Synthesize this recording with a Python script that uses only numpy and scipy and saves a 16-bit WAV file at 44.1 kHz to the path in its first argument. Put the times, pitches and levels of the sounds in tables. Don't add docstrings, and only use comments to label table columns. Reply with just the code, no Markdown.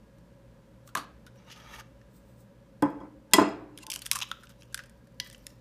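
import sys
import numpy as np
from scipy import signal
from scipy.fft import rfft, irfft
from scipy.io import wavfile
from scipy.ndimage import uniform_filter1d

SR = 44100
rng = np.random.default_rng(int(sys.argv[2]) if len(sys.argv) > 2 else 0)


def voltage_ratio(level):
    return 10 ** (np.asarray(level, float) / 20)


def log_audio(samples):
    frames = np.atleast_2d(samples).T
    limited = np.clip(frames, -1, 1)
    pcm = np.round(limited * 32767).astype(np.int16)
    wavfile.write(sys.argv[1], SR, pcm)


N = 247048

# (frequency [Hz], density [dB per Hz])
ROOM_TONE = [(24, -21), (40, -8), (64, 1.5), (87, -30.5), (109, -5.5), (151, -7.5), (199, -5.5), (392, -17),
             (542, -11.5), (615, -17), (663, -23), (1520, -26.5), (2210, -31.5), (13400, -45.5),
             (16000, -46)]
# (frequency [Hz], width [Hz], level [dB])
FRIDGE_BANDS = [(55.9, 17, -67), (120.94, 9, -66.5), (194.2, 82, -64), (304.7, 14, -76.5), (550.7, 41, -67),
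                (970, 100, -76.5), (1652, 77, -81.5)]
# (frequency [Hz], t60 [s])
ROOM_DECAY = [(150, 1), (400, 0.6), (1000, 0.32), (2500, 0.44), (6000, 0.31), (13000, 0.029)]
# (time [s], length [s], level [dB])
SKIN_SQUEAKS = [
    (1.384, 0.013, -69),
    (1.46, 0.022, -78),
    (1.634, 0.013, -66),
    (5.412, .01, -71),
]
# (frequency [Hz], density [dB per Hz])
FLAKE_COLOUR = [(710, -39.5), (1200, -2.5), (1380, -11.5), (2330, -11.5), (3050, -17.5), (4830, -9),
                (9570, -18), (14500, -12), (15500, -20)]
# (frequency [Hz], density [dB per Hz])
SKIN_COLOUR = [(3500, -9), (5700, -12.5), (6800, -11), (8000, -4.5), (10500, -13), (13000, -10.5),
               (15500, -3)]
# (time [s], rise [s], fall [s], level [dB])
FLAKE_SHOWERS = [(3.79, 0.02, .03, -64.5), (3.93, .04, 0.089, -56), (4.06, 0.077, 0.034, -54),
                 (4.15, 0.11, 0.21, -59), (4.5, 0.55, 0.11, -73.5), (4.8, .7, 0.52, -75),
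                 (5.25, 0.077, 0.14, -58.5), (5.49, 0.17, 0.1, -64.5)]
# (time [s], rise [s], fall [s], level [dB])
SKIN_BRUSHES = [(.876, 0.023, .035, -60), (1.36, .012, .022, -72), (1.49, .06, .022, -74),
                (2.168, 0.074, 0.053, -66), (2.29, 0.12, .16, -74), (2.41, 0.052, .04, -66),
                (2.904, .03, 0.025, -69)]
# (time [s], rise [s], fall [s], level [dB])
CARTON_STROKES = [
    (1.4, 0.11, 0.068, -67),
    (1.514, 0.054, 0.039, -54),
    (1.6, 0.13, 0.14, -53),
    (1.748, 0.074, 0.028, -47),
    (1.802, 0.069, 0.022, -44.5),
]
# (frequency [Hz], density [dB per Hz])
PULP_COLOUR = [(290, -13), (500, -13.5), (891, -4), (1100, -7.5), (1220, -2.5), (1560, -7), (1770, -12),
               (1910, -8), (5000, -17), (6500, -18), (11000, -120)]
# (frequency [Hz], level [dB])
CUP_HOLLOWS = [(900, 1), (1250, 3), (1800, 0), (2300, -2), (2800, 0), (3300, -1), (3800, -2), (4800, -8),
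               (6300, -11)]
# (time [s], table level [dB], bowl level [dB], splinter level [dB], contact [ms])
KNOCK_ONE = [(2.823, -24, -56.5, -28.5, .35), (2.8255, -11.5, -37, -64, .45), (2.8581, -21, -47, -63, 0.9),
             (2.905, -45, -53, -65, 1.), (2.9315, -38, -70, -75, 1.), (3.003, -42, -54, -72, 0.6),
             (3.012, -36, -66, -75, .8), (3.033, -39, -68, -80, .8), (3.0519, -40, -64, -94, .8)]
KNOCK_TWO = [(3.335, -20, -6, 2.5, 0.26), (3.341, -13.5, -26.5, -8.5, 0.22), (3.367, -45, -41, -24.5, 0.53),
             (3.382, -13.5, -53.5, -41, 0.93), (3.385, -9.5, -55, -43, 0.26),
             (3.397, -21.5, -59.5, -33, 0.21), (3.415, -13.5, -54, -35.5, 0.54),
             (3.49, -34.5, -53.5, -48, 0.46)]
LIGHT_TOUCHES = [(5.2, -54, -32, -60, .2), (.953, -35, -75, -36, .2), (.973, -41, -75, -42, .4),
                 (3.96, -48, -85, -80, .5)]
# (frequency [Hz], level [dB], t60 [s])
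TABLE_ONE = [(150, -10, .16), (205, -7, .2), (291, 3, .31), (340, -14, .1), (436, -16, .1), (544, -10, .14),
             (620, -14, .1), (700, -16, .08), (867, -6, .1), (915, -11, .08), (991, -8, .1),
             (1040, -6, .06), (1230, -12, .07), (1518, -12, .08)]
TABLE_TWO = [(205, -10, .25), (245, -11, .25), (293, -2, .29), (310, -7, .3), (361, -8, .2), (404, -7, .2),
             (603, -11, .12), (655, -6, .11), (775, -9, .06), (875, -5, .08), (960, -4, .06),
             (1035, 0, .07), (1190, -8, .05), (1400, -11, .05)]
# (frequency [Hz], level [dB], t60 [s])
BOWL_MODES = [(990, -9, .22), (1940, -5, .15), (1985, -2, .3), (3271, -1, .22), (3286, -8, .3),
              (3402, -14, .15), (5040, -7, .22), (5105, -12, .25), (5195, -7, .04), (6115, -10, .05),
              (6975, -8, .07), (7924, -13, .05), (9400, -14, .06)]
# (frequency [Hz], density [dB per Hz])
RUMBLE_COLOUR = [(70, -30), (130, -6), (280, -4), (600, -6), (1000, -2.5), (1600, -13.5), (2300, -21),
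                 (4000, -50)]
# (from [s], to [s], level [dB])
BOWL_STILLED = [(2.839, 2.995, -7), (3.042, 3.3, -16), (3.354, 5.05, -10.5), (5.336, 5.7, -13.5)]
# (time [s], level [dB], treble re crack [dB], hollow re crack [dB], length [ms])
CRACKS_DROP = [(0.184, -64, 6, -2, 2.4), (0.876, -50.5, 10, 3, 1.8), (0.8898, -50.5, 0, 5.5, 4.9),
               (0.952, -29, 14.5, 12.5, 0.53), (0.954, -26, 4.5, 10, 1.4), (0.9628, -32, -4, 7, 8.6),
               (0.9709, -29, -33, 5, 7.4), (0.9719, -44, 13, 8, 5.3), (0.9812, -38, -2, 7, 4.8),
               (0.9891, -40, -1, 9, 20), (1.045, -54, -17.5, 2, 4.0), (1.2657, -42.5, 3.5, -2, 4.6),
               (1.278, -56, -9, 2, 6.6), (1.359, -58, 0, 0, 1.5), (1.5252, -40.5, 1, -3, 1.7),
               (1.8, -46, -12, 5.5, 0.56), (1.8088, -49, 2, 10, 0.98), (2.0146, -54.5, -9, 3, 1.8),
               (3.3127, -56, 11, -5, 0.8), (3.3175, -50.5, -5, 2, 12)]
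CRACKS_CATCH = [(1.501, -39, -11, -10, 11), (1.514, -37.5, -8, -21, 12.3), (1.5612, -46, -7, -8, 7.7),
                (1.576, -45, -4, -6, 3.6), (1.6, -50, -15, -5, 3), (1.62, -52, -10, 1, 5.7),
                (1.691, -64, -10, 10, 2.8), (1.7112, -55, -1, -8, 3), (1.7383, -47, -9, 10, 2.2),
                (1.763, -42, -3, -4, 2), (1.797, -43, -4, -8, 2)]
CRACKS_PRESS = [(3.7766, -32, 4, -33, 0.5), (3.784, -49.5, 3, -5, 1.2), (3.7867, -42, 4.5, -5, 1.4),
                (3.8675, -30.5, 4.5, -21, 0.94), (3.9015, -23, 2.5, -37, 2.4), (3.9053, -45, -5, -27, 2.5),
                (3.9173, -26, 8.5, -25, 0.8), (3.921, -21, -4, -32, 1.15), (3.9321, -32, 2.5, -10, 2.2),
                (3.9388, -31, 12, -20, 0.97), (3.943, -39, 8.5, -22, 2.4), (3.9508, -36, 8, -14, 2.5),
                (3.9565, -40.5, 2, -12, 1.3), (3.9606, -26.5, 6.5, -13, .8), (3.9705, -46, 8, -11, 4.7),
                (3.992, -41, 10, -20, 1.5), (4.0195, -31, 3.5, -15, 2.2), (4.052, -40, 3, -7.5, 2.2),
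                (4.0588, -38.5, 13.5, -5, 4.4), (4.064, -25.5, 7, -11, 0.84), (4.0713, -48, 11, 0, 4.2)]
CRACKS_SPLIT = [(4.1147, -7.5, 5, -22.5, 0.66), (4.1203, -32.5, 11, 0, 3.7), (4.1314, -35, 14.5, 3, 2.9),
                (4.1516, -34, 10, 3, 2.2), (4.1566, -29.5, 12.5, 5.5, 3), (4.168, -31.5, 6.5, 3.5, 0.75),
                (4.1784, -48, 12, 11, 2.5), (4.189, -25.5, 7, -9, 1.4), (4.2039, -27, -1, -8, 0.72),
                (4.2149, -23.5, -23, -11, 1.7), (4.217, -24.5, -11, -9, 4.6), (4.2222, -18, -9, -13, 2.2),
                (4.2305, -21, -4, -17, 1.5), (4.242, -36, -4, -5, 0.6), (4.288, -58, 13, 10, 8.4),
                (4.302, -47, -5, -8, 1.3), (4.315, -20.5, -8, 0, 0.63), (4.325, -45.5, -7, 8, 3.8),
                (4.426, -55, -3, 8, 5.2), (4.4341, -52.5, 6.5, 12.5, 4.9), (4.4397, -50.5, -18, -12, 2.4),
                (4.471, -41.5, -18, -17, 0.77), (4.48, -60, -7, -1, 1.9), (4.4936, -51, 10, -3, 3.5),
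                (4.502, -46.5, -25.5, -7, 4.8)]
CRACKS_PART = [(4.5215, -50.5, -4, -12, 0.68), (4.538, -61, -8, 0, 2.4), (4.6222, -38, -6, -13, 0.85),
               (4.632, -47, 1.5, -11, 1.95), (4.726, -55, 10, 3.5, 3.6), (4.745, -20, 7.5, -5, 1.06),
               (4.753, -48, 14, -14, 2.6), (4.776, -36.5, 3.5, 5, 2.1), (4.791, -35.5, -6, 8.5, 4.5),
               (4.8018, -48, -2.5, 1, 3.4), (4.8376, -41.5, 1.5, -7, 1.9), (4.8588, -59, 8.5, 5, 4.5),
               (4.8964, -59, 13, 7, 1.6), (5.0717, -58, 5.5, -2, 2), (5.2006, -14, -4.5, -18.5, 1.2),
               (5.263, -40.5, -6, -0.5, 1.1), (5.2726, -52.5, 9, 3, 1.1), (5.3005, -44.5, 10, 0, 0.33),
               (5.3121, -41.5, -11, -13, 2.4), (5.3278, -48, 5, -1, 4.5), (5.347, -37, -20, -11, 1.2),
               (5.3806, -62, 13, -4, 1.1), (5.4677, -28, 6.5, -16, 0.81), (5.503, -50.5, -1, -12, 2.7)]
# (time [s], frequency [Hz])
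WALL_NOTE = [(1.0, 4700), (1.53, 3300), (3.776, 3900), (3.867, 3800), (3.901, 3620), (3.92, 3300),
             (3.99, 3350), (4.02, 4600), (4.062, 3470), (4.114, 3950), (4.23, 3730), (4.43, 4100),
             (4.62, 3200), (4.745, 5700), (4.79, 2800), (5.2, 6200), (5.348, 3000), (5.468, 5760)]
# (time [s], frequency [Hz])
HOLLOW_NOTE = [(.88, 1220), (.952, 1690), (.954, 1137), (1.1, 1030), (1.27, 1540), (1.36, 1798),
               (3.8, 1600), (4.07, 1530), (4.11, 1117), (4.25, 1050), (4.31, 1308), (4.7, 1686),
               (5.0, 1620), (5.6, 1923)]


def unit(x):
    return x / np.sqrt(np.mean(x ** 2))


def peak(x, db):
    return x * voltage_ratio(db) / np.max(np.abs(x))


def colour(x, table):
    hz, db = np.transpose(table)
    log_hz = np.log(np.arange(len(x) // 2 + 1) * SR / len(x) + 1)
    gain = voltage_ratio(np.interp(log_hz, np.log(hz), db, left=-90, right=-90))
    return irfft(rfft(x) * gain, len(x))


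def band(x, lo_hz, hi_hz):
    edges = [lo_hz, min(hi_hz, .45 * SR)]
    return signal.sosfilt(signal.butter(2, edges, "band", fs=SR, output="sos"), x)


def ring(x, hz, t60):
    pole = np.exp((2j * np.pi * hz - np.log(1000) / max(t60, 1e-3)) / SR)
    return signal.lfilter([1], [1, -pole], x).imag


def add(track, s, sound):
    i = int(s * SR)
    track[i:i + len(sound)] += sound[:N - i]


def grit(rate, spread_db):
    draw = rng.random((N, 3))
    slips = (draw[:, 0] < rate / SR) * np.sign(draw[:, 1] - .5)
    return unit(slips * voltage_ratio(-spread_db * np.log(draw[:, 2] + 0.02)))


def walk(rate):
    k = int(SR / rate)
    steps = np.repeat(rng.standard_normal(N // k + 1), k)
    return unit(uniform_filter1d(steps, k)[:N])


def swells(rows):
    t = np.arange(N) / SR
    return sum(voltage_ratio(db - 20 * np.maximum((s - t) / rise, (t - s) / fall)) for s, rise, fall, db in rows)


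def kitchen():
    tone = unit(colour(rng.standard_normal(N), ROOM_TONE))
    out = voltage_ratio(-58.5) * tone * voltage_ratio(.6 * walk(0.76))
    for hz, width_hz, db in FRIDGE_BANDS:
        noise = band(rng.standard_normal(N), hz - width_hz / 2, hz + width_hz / 2)
        out += voltage_ratio(db + 0.46 * walk(0.6)) * unit(noise)
    hum = np.sin(2 * np.pi * 119.6 * np.arange(N) / SR)
    return out + voltage_ratio(-62.5 + .8 * walk(3)) * unit(hum)


def room(x):
    t = np.arange(SR // 2) / SR
    hz, t60 = np.transpose(ROOM_DECAY)
    tail = np.zeros(len(t))
    for f in 100 * 2 ** np.arange(0, 7.4, .5):
        fade = voltage_ratio(-60 * t / np.interp(np.log(f), np.log(hz), t60))
        tail += band(rng.standard_normal(len(t)), f / 1.19, f * 1.214) * fade
    tail *= 1 - np.exp(-(t / 0.0051) ** 2)
    tones = rfft(tail)
    broad = uniform_filter1d(np.abs(tones), size=300)
    fine = uniform_filter1d(np.abs(tones), size=20)
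    tail = irfft(tones * broad / fine, len(t))
    return signal.fftconvolve(x, tail / np.sqrt(np.sum(tail ** 2)))[:N]


def squeaks():
    t = np.arange(N) / SR
    swell = sum(voltage_ratio(db) * np.exp(-((t - s) / length) ** 2) for s, length, db in SKIN_SQUEAKS)
    return swell * unit(band(rng.standard_normal(N), 5540, 5900))


def crumble():
    flakes = unit(colour(grit(3000, 2.8) * voltage_ratio(4.8 * walk(100)), FLAKE_COLOUR))
    skin = unit(colour(rng.standard_normal(N), SKIN_COLOUR))
    return flakes * swells(FLAKE_SHOWERS) + skin * swells(SKIN_BRUSHES)


def scrape():
    slips = grit(5000, 2.5) * voltage_ratio(2.6 * walk(39.56))
    hollows = np.zeros(N)
    for hz, db in CUP_HOLLOWS:
        hollows += voltage_ratio(db + 3.5 * walk(30.0)) * unit(band(slips, hz / 1.06, hz * 1.06))
    pulp = unit(unit(colour(slips, PULP_COLOUR)) + .5 * unit(hollows))
    stroke = swells(CARTON_STROKES)
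    effort = stroke / np.max(stroke)
    hiss = voltage_ratio(-10) * np.sqrt(effort) * unit(band(slips, 4700, 14300))
    return stroke * (pulp + hiss)


def stilling():
    t = np.arange(N) / SR
    settle_s = 0.008
    gain = voltage_ratio(sum(db * ((t > start) & (t < end)) for start, end, db in BOWL_STILLED))
    return uniform_filter1d(gain, int(settle_s * SR))


def knocks(blows, table, rumble_db, bowl_tilt_db):
    thuds, china, t = np.zeros(N), np.zeros(N), np.arange(22000) / SR
    chance = rng.standard_normal((len(blows), 60))
    noise = rng.standard_normal((len(blows), 2, len(t)))
    click = 1. * (t == 0)
    for (s, table_db, bowl_db, splinter_db, ms), luck, (hum, fuzz) in zip(blows, chance, noise):
        push = np.sin(np.pi * np.clip(t * 1000 / max(ms, .05), 0, 1)) ** 2
        wood = np.zeros(len(t))
        for (hz, db, t60), u in zip(table, luck):
            sign = np.sign(u) if hz > 330 else 1
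            wood += sign * voltage_ratio(db + 1.7 * u) * ring(push, hz, t60)
        wood = band(wood, 180, 5600)
        rumble_fade = np.exp(-t / 0.017) + 0.15 * np.exp(-t / 0.093)
        rumble = colour(hum, RUMBLE_COLOUR) * (1 - np.exp(-t / 0.00055)) * rumble_fade
        splinters = band(fuzz * (np.exp(-t / 0.0019) + 0.24 * np.exp(-t / 0.0076)), 1100, 13000)
        thud = peak(wood, table_db) + peak(rumble, table_db + rumble_db)
        add(thuds, s, thud + peak(splinters, splinter_db))
        bowl = np.zeros(len(t))
        for (hz, db, t60), u in zip(BOWL_MODES, luck[30:]):
            bowl += voltage_ratio(db + u + bowl_tilt_db * np.log2(hz / 3000)) * ring(click, hz, t60)
        add(china, s, peak(bowl, bowl_db))
    return np.array([thuds, china * stilling()])


def cracks():
    out = np.zeros(N)
    t = np.arange(2600) / SR - 44 / SR
    rows = np.array([*CRACKS_DROP, *CRACKS_CATCH, *CRACKS_PRESS, *CRACKS_SPLIT, *CRACKS_PART])
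    times, ms = rows[:, 0], rows[:, 4:]
    fuzz = rng.standard_normal((len(rows), 2600))
    rise_s, creep, creep_s, snap = .0004, .04, .007, 4.
    fall = np.exp(-t * 1000 / np.maximum(1.7 * ms, .2)) + creep * np.exp(-t / creep_s)
    tear = fuzz * np.where(t < 0, np.exp(t / rise_s), fall) + snap * (t == 0)
    wall_hz = np.interp(times, *np.transpose(WALL_NOTE)) * (1 + .03 * fuzz[:, 1])
    hollow_hz = np.interp(times, *np.transpose(HOLLOW_NOTE)) * (1 + .03 * fuzz[:, 0])
    wall = np.array([ring(x, hz, .004) for x, hz in zip(tear, wall_hz)])
    bodies = band(band(tear + .11 * wall, 2300, 7800), 2300, 7800)
    trebles = band(tear, 4500, 11000)
    hollows = band(np.array([ring(x, hz, .014) for x, hz in zip(tear, hollow_hz)]), 1100, 2500)
    for (s, db, treble_db, hollow_db, _), body, treble, hollow in zip(rows, bodies, trebles, hollows):
        crack = peak(body, db - 1.0)
        crack += peak(treble, db + treble_db - 0.5)
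        crack += peak(hollow, db + hollow_db - 3.5)
        add(out, s + t[0] - .0002, crack)
    return out


def scene():
    hands = cracks() + scrape() + crumble()
    blows = knocks(KNOCK_ONE, TABLE_ONE, -10.0, -1.6)
    blows += knocks(KNOCK_TWO, TABLE_TWO, -3.0, -0.38)
    blows += knocks(LIGHT_TOUCHES, TABLE_TWO, 3.6, 0.35)
    wood, china = blows
    knock_send = voltage_ratio(-14.5) * (band(wood, 330, SR / 2) + voltage_ratio(-6) * china)
    echo = room(knock_send + voltage_ratio(-18.5) * hands)
    return (hands + wood + china + echo + kitchen() + squeaks())[None]


def roll_off(x):
    return signal.sosfilt(signal.butter(12, 17140, fs=SR, output="sos"), x)


def record(dry):
    ceiling, top_hz = .68, 15200
    x = dry - .5 * band(dry, 10200, 10900)
    x = x / (1 + (np.abs(x) / ceiling) ** 4) ** .25
    x = signal.sosfilt(signal.cheby2(8, 27, top_hz + 500, fs=SR, output="sos"), x)
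    return roll_off(x)


dry = scene()
out = record(dry)
log_audio(out)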